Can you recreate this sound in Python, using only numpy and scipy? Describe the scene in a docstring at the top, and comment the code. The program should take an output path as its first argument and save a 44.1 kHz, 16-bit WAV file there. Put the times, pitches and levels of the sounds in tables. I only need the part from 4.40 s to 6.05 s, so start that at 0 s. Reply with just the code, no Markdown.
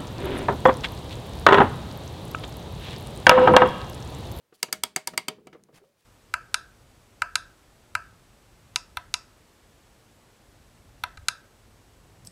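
"""Winding a clockwork figure

A clockwork figure is wound by hand in a quiet room: one turn of the key drops the pawl over seven teeth.
Each tooth scrapes (noise), snaps and rebounds, ringing the steel works and the wooden case (decaying modes).
Soft knocks of key and hand are noise bursts over the case modes; the hand rustles and rumbles in swells
of grainy noise, and the wood creaks in wavering sines. Decaying noise makes the reflections and room tail."""
import sys
import numpy as np
from scipy import signal
from scipy.fft import rfft, irfft
from scipy.io import wavfile
from scipy.ndimage import uniform_filter1d

SR = 44100
rng = np.random.default_rng(int(sys.argv[2]) if len(sys.argv) > 2 else 0)


def output_pcm(signal):
    """Save a mono or channel-first signal as 16-bit PCM at the path in sys.argv[1].

    Samples are clipped to [-1, 1] before scaling.
    """
    pcm = np.clip(np.atleast_2d(signal).T, -1, 1) * 32767
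    wavfile.write(sys.argv[1], SR, np.round(pcm).astype(np.int16))


N = 72765  # samples, 1.65 s
AGE = np.arange(-256, 7936) / SR  # seconds since the blow, with a short lead-in


def undb(db):
    """Decibels to gain."""
    return 10 ** (np.asarray(db) / 20)


def fade(t, t60):
    """Exponential decay that starts at t = 0 and loses 60 dB in t60 seconds."""
    return (t >= 0) * np.exp(-np.log(1000) * np.maximum(t, 0) / t60)


def unit(x):
    """Scale a response to energy 1."""
    return x / np.sqrt(np.sum(x ** 2))


def through(x, response):
    """Pass a sound through an impulse response."""
    return signal.fftconvolve(x, response)[:len(x)]


def shape(x, gain_at):
    """Minimum-phase filter whose gain is a function of frequency, so nothing sounds ahead of its cause."""
    size = 4096
    hz = np.maximum(np.fft.rfftfreq(size, 1 / SR), 1)
    cepstrum = irfft(np.log(np.maximum(gain_at(hz), 1e-5)))
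    # Folding the cepstrum forward in time gives the minimum phase.
    cepstrum[1:size // 2] *= 2
    cepstrum[size // 2 + 1:] = 0
    response = irfft(np.exp(rfft(cepstrum)))
    return through(x, response[:size // 2])


def colour(x, points):
    """Filter through (Hz, dB) points, joined by lines over log frequency."""
    hz, db = np.array(points, float).T
    return shape(x, lambda f: undb(np.interp(np.log(f), np.log(hz), db)))


def noise(points, size=N):
    """Coloured noise of rms 1."""
    x = colour(rng.standard_normal(size), points)
    return x / x.std()


def above(f, hz):
    """Smooth step from 0 to 1 around a frequency."""
    return 1 / (1 + (hz / f) ** np.pi)


def ring(t, modes):
    """Decaying cosine modes struck at t = 0, each cut off after twice its t60."""
    out = np.zeros(len(t))
    for hz, db, t60 in modes:
        live = slice(*np.searchsorted(t, [0, 2 * t60]))
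        tone = np.cos(2 * np.pi * hz * t[live])
        out[live] += undb(db) * tone * fade(t[live], t60)
    return out


def add(out, at, sound):
    """Mix a short sound in so that its age 0 falls at the given time."""
    start = int(round((at + AGE[0]) * SR))
    part = out[start:start + len(sound)]
    part += sound[:len(part)]


# Colour of the air in the quiet room. Each row: frequency in Hz, relative level in dB.
AIR_COLOUR = [(25, -16), (60, -3.5), (110, 2.5), (220, -3.5), (500, 0.5), (800, -5.5), (1500, -8.5),
              (3000, -13), (8000, -18), (16000, -20)]


def air(level_db=-73):
    """Steady, faint broadband noise of the air."""
    return undb(level_db) * noise(AIR_COLOUR)


# Colour of the reflections, for table and room. Each row: frequency in Hz, relative level in dB.
REFLECTION_COLOUR = [(60, -4), (200, 8), (500, -1.5), (1000, 2), (2500, 1), (5000, -3.5), (9000, -7),
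                     (16000, -12)]
# Decay of the room by band. Each row: band centre in Hz, t60 in seconds.
ROOM_DECAY = [(150, 1), (700, 0.21), (2500, 0.23), (7000, 0.21), (15000, .16)]


def room(level_db=-19.5, delay_s=0.014, size=16384):
    """Impulse response of the room: noise bands that start after a delay, each dying at its own rate."""
    t = np.arange(size) / SR
    hz, t60 = np.array(ROOM_DECAY, float).T
    white = rfft(rng.standard_normal(size))
    f = np.maximum(np.fft.rfftfreq(size, 1 / SR), 1)
    tail = np.zeros(size)
    for band, decay in zip(np.eye(len(hz)), t60):
        weight = np.interp(np.log(f), np.log(hz), band)  # overlapping triangles over log frequency
        tail += irfft(white * weight) * fade(t - delay_s, decay)
    return colour(undb(level_db) * unit(tail), REFLECTION_COLOUR)


def table(level_db=-10.5, t60_s=0.077, delay_s=.0015, size=4096):
    """Quick reflections off case and table top: a short burst of decaying noise."""
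    burst = rng.standard_normal(size) * fade(np.arange(size) / SR - delay_s, t60_s)
    return colour(undb(level_db) * unit(burst), REFLECTION_COLOUR)


def rubbing(t, swells, spectrum, grain_db, split_hz=2200):
    """Friction noise that catches and slips, its level wandering at two speeds, in soft bell-shaped swells."""
    quick = uniform_filter1d(rng.standard_normal(N), size=70)
    slow = uniform_filter1d(rng.standard_normal(N), size=400)
    grain = undb(grain_db * (quick / quick.std() + slow / slow.std()))
    friction = grain * noise(spectrum)
    out = np.zeros(N)
    for at, half, db, treble_db in swells:
        swell = friction * np.exp(-((t - at) / half) ** 2)
        out += shape(swell, lambda f: undb(db + treble_db * above(f, split_hz)))
    return out


# Rumbles of the case under the hand. Each row: centre in seconds, half length in seconds, level in dB,
# treble tilt in dB.
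CASE_RUMBLES = [(0.342, 0.063, -56.5, 2), (0.739, 0.038, -53.5, 8), (1.024, 0.23, -61, -5),
                (1.352, 0.032, -60.5, 3.5)]
# Colour of the rumble. Each row: frequency in Hz, relative level in dB.
RUMBLE_COLOUR = [(30, -34.5), (50, -25), (72, -8.5), (110, -7.5), (175, 4.5), (280, -7.5), (420, -2),
                 (700, -20), (2000, -44.5)]


def rumbles(t):
    """The case rumbles under the hand: low friction noise with a mild grain."""
    return rubbing(t, CASE_RUMBLES, RUMBLE_COLOUR, grain_db=0.97)


# Rustles of hand and sleeve. Each row: centre in seconds, half length in seconds, level in dB,
# treble tilt in dB.
HAND_RUSTLES = [(0.151, 0.013, -76, 17.5), (0.201, 0.03, -71, 1.5), (1.362, 0.021, -53, -3),
                (1.389, 0.017, -54.5, -19), (1.461, 0.054, -80.5, 5), (1.61, 0.055, -73.5, 2)]
# Colour of the rustle. Each row: frequency in Hz, relative level in dB.
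RUSTLE_COLOUR = [(100, -5.5), (500, -5.5), (1000, -7.5), (2000, -5), (4500, -6.5), (7000, -11),
                 (10000, -11), (16000, -22)]


def rustles(t):
    """Hand and sleeve rub: bright friction noise with a coarser grain."""
    return rubbing(t, HAND_RUSTLES, RUSTLE_COLOUR, grain_db=1.9)


# Faint creaks of the wood under the hand. Each row: centre in seconds, half length in seconds, pitch in Hz,
# glide in Hz per second, level in dB.
WOOD_CREAKS = [(0.427, 0.063, 71, -2, -68), (0.919, 0.032, 426.4, 1, -48), (1.042, .08, 420, -4, -62),
               (1.43, 0.017, 410, 1200, -56.5), (1.464, .06, 543, 300, -68)]


def creaks(t, waver_hz=20, waver_at_hz=420):
    """Wood under strain: swelling sines whose pitch wavers at random, in proportion to the pitch."""
    out = np.zeros(N)
    for at, half, hz, glide, db in WOOD_CREAKS:
        waver = uniform_filter1d(rng.standard_normal(N), size=400)
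        waver *= waver_hz * hz / waver_at_hz / waver.std()
        phase = 2 * np.pi * np.cumsum(hz + glide * (t - at) + waver) / SR
        swell = np.exp(-((t - at) / half) ** 2)
        out += undb(db) * np.sqrt(2) * swell * np.sin(phase)
    return out


# Modes of the wooden case. Each row: frequency in Hz, relative level in dB, t60 in seconds.
CASE_MODES = [(176, -10, 0.12), (404, 4, 0.06), (424.4, -7, 0.17), (626, -3.5, .22), (746.7, 3.5, .12),
              (948, 4.5, 0.037), (1079, -3.5, 0.067), (2250, -5.5, 0.18), (2815, -8.5, .13),
              (3000, -12, 0.19)]


def wood(detune=0.0052, scatter_db=3, late_s=0.0032, rise_s=0.0022):
    """The case takes up a blow a little late, each time with its own mix of modes."""
    chance = rng.standard_normal((len(CASE_MODES), 3))
    body = np.zeros(len(AGE))
    for (hz, db, t60), (a, b, c) in zip(CASE_MODES, chance):
        mode = (hz * (1 + detune * a), db + scatter_db * b, t60)
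        body += ring(AGE - late_s * abs(c), [mode])
    return body * np.clip(AGE / rise_s, 0, 1)


# Soft knocks of key and hand. Each row: start in seconds, relative level in dB, treble tilt in dB,
# t60 in seconds.
KEY_KNOCKS = [(0.123, -20, -7.5, 0.049), (.283, -12, -2, 0.043), (0.734, -6, 1, 0.037),
              (.912, -33, -8, 0.13), (0.981, -17, -37, 0.046), (1.069, -9.5, 0.5, 0.036),
              (1.127, -18.5, 4, 0.068), (1.145, -16, -14, 0.097), (1.192, -29.5, -15.5, 0.064),
              (1.285, -21, -24.5, 0.074), (1.326, -29.5, -9.5, .05), (1.414, -28, -17, 0.046),
              (1.436, -20, -18.5, 0.027)]
# Colour of the knocks. Each row: frequency in Hz, relative level in dB.
KNOCK_COLOUR = [(50, -19), (170, -1), (450, 13), (700, -3), (1300, 1), (2500, -5.5), (5000, -15),
                (10000, -29), (16000, -35.5)]


def key_knocks(level_db=-26, case_db=-23, split_hz=1900, attack_s=0.0045):
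    """Key and hand knock softly: dull bursts of noise that ring the case."""
    out = np.zeros(N)
    attack = np.clip(AGE / attack_s, 0, 1)
    for at, db, treble_db, decay_s in KEY_KNOCKS:
        burst = attack * fade(AGE, decay_s) * noise(KNOCK_COLOUR, len(AGE))
        knock = burst + undb(case_db) * wood()
        add(out, at, shape(knock, lambda f: undb(level_db + db + treble_db * above(f, split_hz))))
    return out


# Light ticks of the pawl. Each row: start in seconds, relative level in dB.
PAWL_TICKS = [(1.071, -25), (1.2372, -32.5)]
# Colour of steel chatter, for ticks and ratchet. Each row: frequency in Hz, relative level in dB.
CHATTER_COLOUR = [(50, -36), (110, -14), (250, -3), (550, -17), (1500, 2.5), (3500, -4.5), (5000, -0.5),
                  (9000, 1.5), (12000, -9), (16000, -17)]


def pawl_ticks(level_db=-18, t60_s=0.0089, low_cut_hz=2500):
    """The pawl settles in two light ticks: thin bursts of steel chatter."""
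    out = np.zeros(N)
    for at, db in PAWL_TICKS:
        tick = undb(level_db + db) * fade(AGE, t60_s) * noise(CHATTER_COLOUR, len(AGE))
        add(out, at, shape(tick, lambda f: above(f, low_cut_hz)))
    return out


# Modes of the steel works. Each row: frequency in Hz, relative level in dB, t60 in seconds.
WORKS_MODES = [(370, -19, .03), (755, -13.5, 0.058), (960, -13, .03), (1243, -10, 0.04), (1700, -6, .016),
               (2150, -2, 0.022), (2757, -5.5, .016), (3564, -16.5, 0.042), (4650, -0.5, 0.019),
               (4910, 0.5, 0.013), (6540, -3.5, .011), (8160, 0.5, 0.013), (10100, -7.5, .011),
               (12070, -1.5, .009)]


def strike(age, detune=0.005, scatter_db=0.5):
    """One contact of the pawl; each reaches the modes of the works with its own strength and sign."""
    chance = rng.standard_normal((len(WORKS_MODES), 3))
    out = np.zeros(len(age))
    for (hz, db, t60), (a, b, c) in zip(WORKS_MODES, chance):
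        out += np.sign(c) * ring(age, [(hz * (1 + detune * a), db + scatter_db * b, t60)])
    return out


# Pawl drops. Each row: start in seconds, level in dB, bass tilt in dB (applied 1.5 times in the deep bass,
# half in the high treble), treble tilt in dB, rebound lag in ms, tooth pitch in Hz, relative tooth level
# in dB, frame knock pitch in Hz, relative frame knock level in dB.
PAWL_DROPS = [(.2290, -.5, 0.5, 3, 0.7, 4650, -1, 950, -7), (.3270, 1, -4, 4, .8, 8180, -10, 1420, -5),
              (0.4358, -1, 1, 3.5, .85, 3294, 3, 960, -2.5),
              (.5620, -2.5, 3, 2, 0.71, 6720, 2.5, 782, -14.5),
              (.6736, -5, 2.5, 3.5, .8, 8360, -7.5, 945, 0.5),
              (0.7767, 2, -2, -2.5, 0.76, 2150, 6.5, 417, -9.5),
              (0.8833, -3, 3, -6.5, 1.83, 3125, 1.5, 370, -15)]
# Colour of the click as it spreads all round. Each row: frequency in Hz, relative level in dB.
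SPREAD_COLOUR = [(60, -30.5), (200, -8), (600, -1.5), (1500, -1), (2500, -1), (5000, -0.5), (9000, -3),
                 (12000, -5), (16000, -13)]
# Colour of the case's recoil thud. Each row: frequency in Hz, relative level in dB.
THUD_COLOUR = [(40, -29.5), (70, -10), (140, -7), (240, -6.5), (370, 2), (520, -9.5), (720, -8),
               (1000, -3.5), (1500, -27), (4000, -59)]
PAWL_DB, CHATTER_DB, CASE_DB, THUD_DB, SPREAD_DB = -23.5, -13, -45.5, -38.5, 3
REBOUND_DB, RATTLE_DB, RATTLE_LAG = -0.5, -7.5, 2.8  # last bounce of the pawl: lag in rebound times
CHATTER_RISE_S, CHATTER_T60_S, SLIDE_S, SLIDE_DB = 0.0011, 0.011, .0022, -25.5
TOOTH_T60_S, FRAME_T60_S, THUD_PEAK_S = .012, 0.034, 0.0047
BASS_HZ, TREBLE_HZ = 900, 5670  # where the tilts turn


def ratchet(low_cut_hz=90):
    """The pawl slides over each tooth, snaps, rebounds and chatters: heard in front, and spread all round."""
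    front, around = np.zeros(N), np.zeros(N)
    contact = np.clip(AGE / CHATTER_RISE_S, 0, 1) * fade(AGE, CHATTER_T60_S)
    # The scrape swells before the snap and stops just after it.
    slide = undb(SLIDE_DB) * np.clip(1 + AGE / SLIDE_S, 0, 1) * (AGE < CHATTER_RISE_S)
    recoil = np.maximum(AGE, 0) / THUD_PEAK_S * np.exp(1 - AGE / THUD_PEAK_S)
    impulse = 1. * (AGE == 0)
    spread = undb(SPREAD_DB) * unit(colour(impulse, SPREAD_COLOUR))
    for at, db, bass_db, treble_db, rebound_ms, tooth_hz, tooth_db, frame_hz, frame_db in PAWL_DROPS:
        lag = rebound_ms / 1000
        works = strike(AGE)
        works += undb(REBOUND_DB) * strike(AGE - lag)
        works += undb(RATTLE_DB) * strike(AGE - RATTLE_LAG * lag)
        # Tooth and frame sound on the rebound.
        tooth = 2 * ring(AGE - lag, [(tooth_hz, tooth_db, TOOTH_T60_S)])
        frame = ring(AGE - lag, [(frame_hz, frame_db, FRAME_T60_S)])
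        chatter = undb(CHATTER_DB) * (contact + slide) * noise(CHATTER_COLOUR, len(AGE))
        steel = undb(PAWL_DB) * (works + tooth + frame) + chatter
        thud = undb(THUD_DB) * recoil * noise(THUD_COLOUR, len(AGE))
        case = undb(CASE_DB) * wood() + thud

        def tone(f):
            """Level and tilt of this drop."""
            tilt_db = bass_db * (1.5 - above(f, BASS_HZ)) + treble_db * above(f, TREBLE_HZ)
            return above(f, low_cut_hz) * undb(db + tilt_db)

        add(front, at, shape(steel + case, tone))
        add(around, at + lag, shape(spread, tone))
    return front, around


def scene(table_send_db=-4, room_send_db=-8.5):
    """Ratchet and handling with their reflections, over faint air noise; sends set the front's share."""
    t = np.arange(N) / SR
    hand = rustles(t) + rumbles(t) + creaks(t)
    knocks = key_knocks() + pawl_ticks()
    front, around = ratchet()
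    off_table = through(undb(table_send_db) * front + around + knocks, table())
    in_room = through(undb(room_send_db) * front + around + knocks + hand, room())
    return (air() + hand + knocks + front + off_table + in_room)[None]


def record(dry, top_hz=16300):
    """A steep elliptic low-pass cuts the top."""
    low_pass = signal.ellip(8, .2, 70, top_hz, fs=SR, output="sos")
    return signal.sosfilt(low_pass, dry)


dry = scene()
out = record(dry)
output_pcm(out)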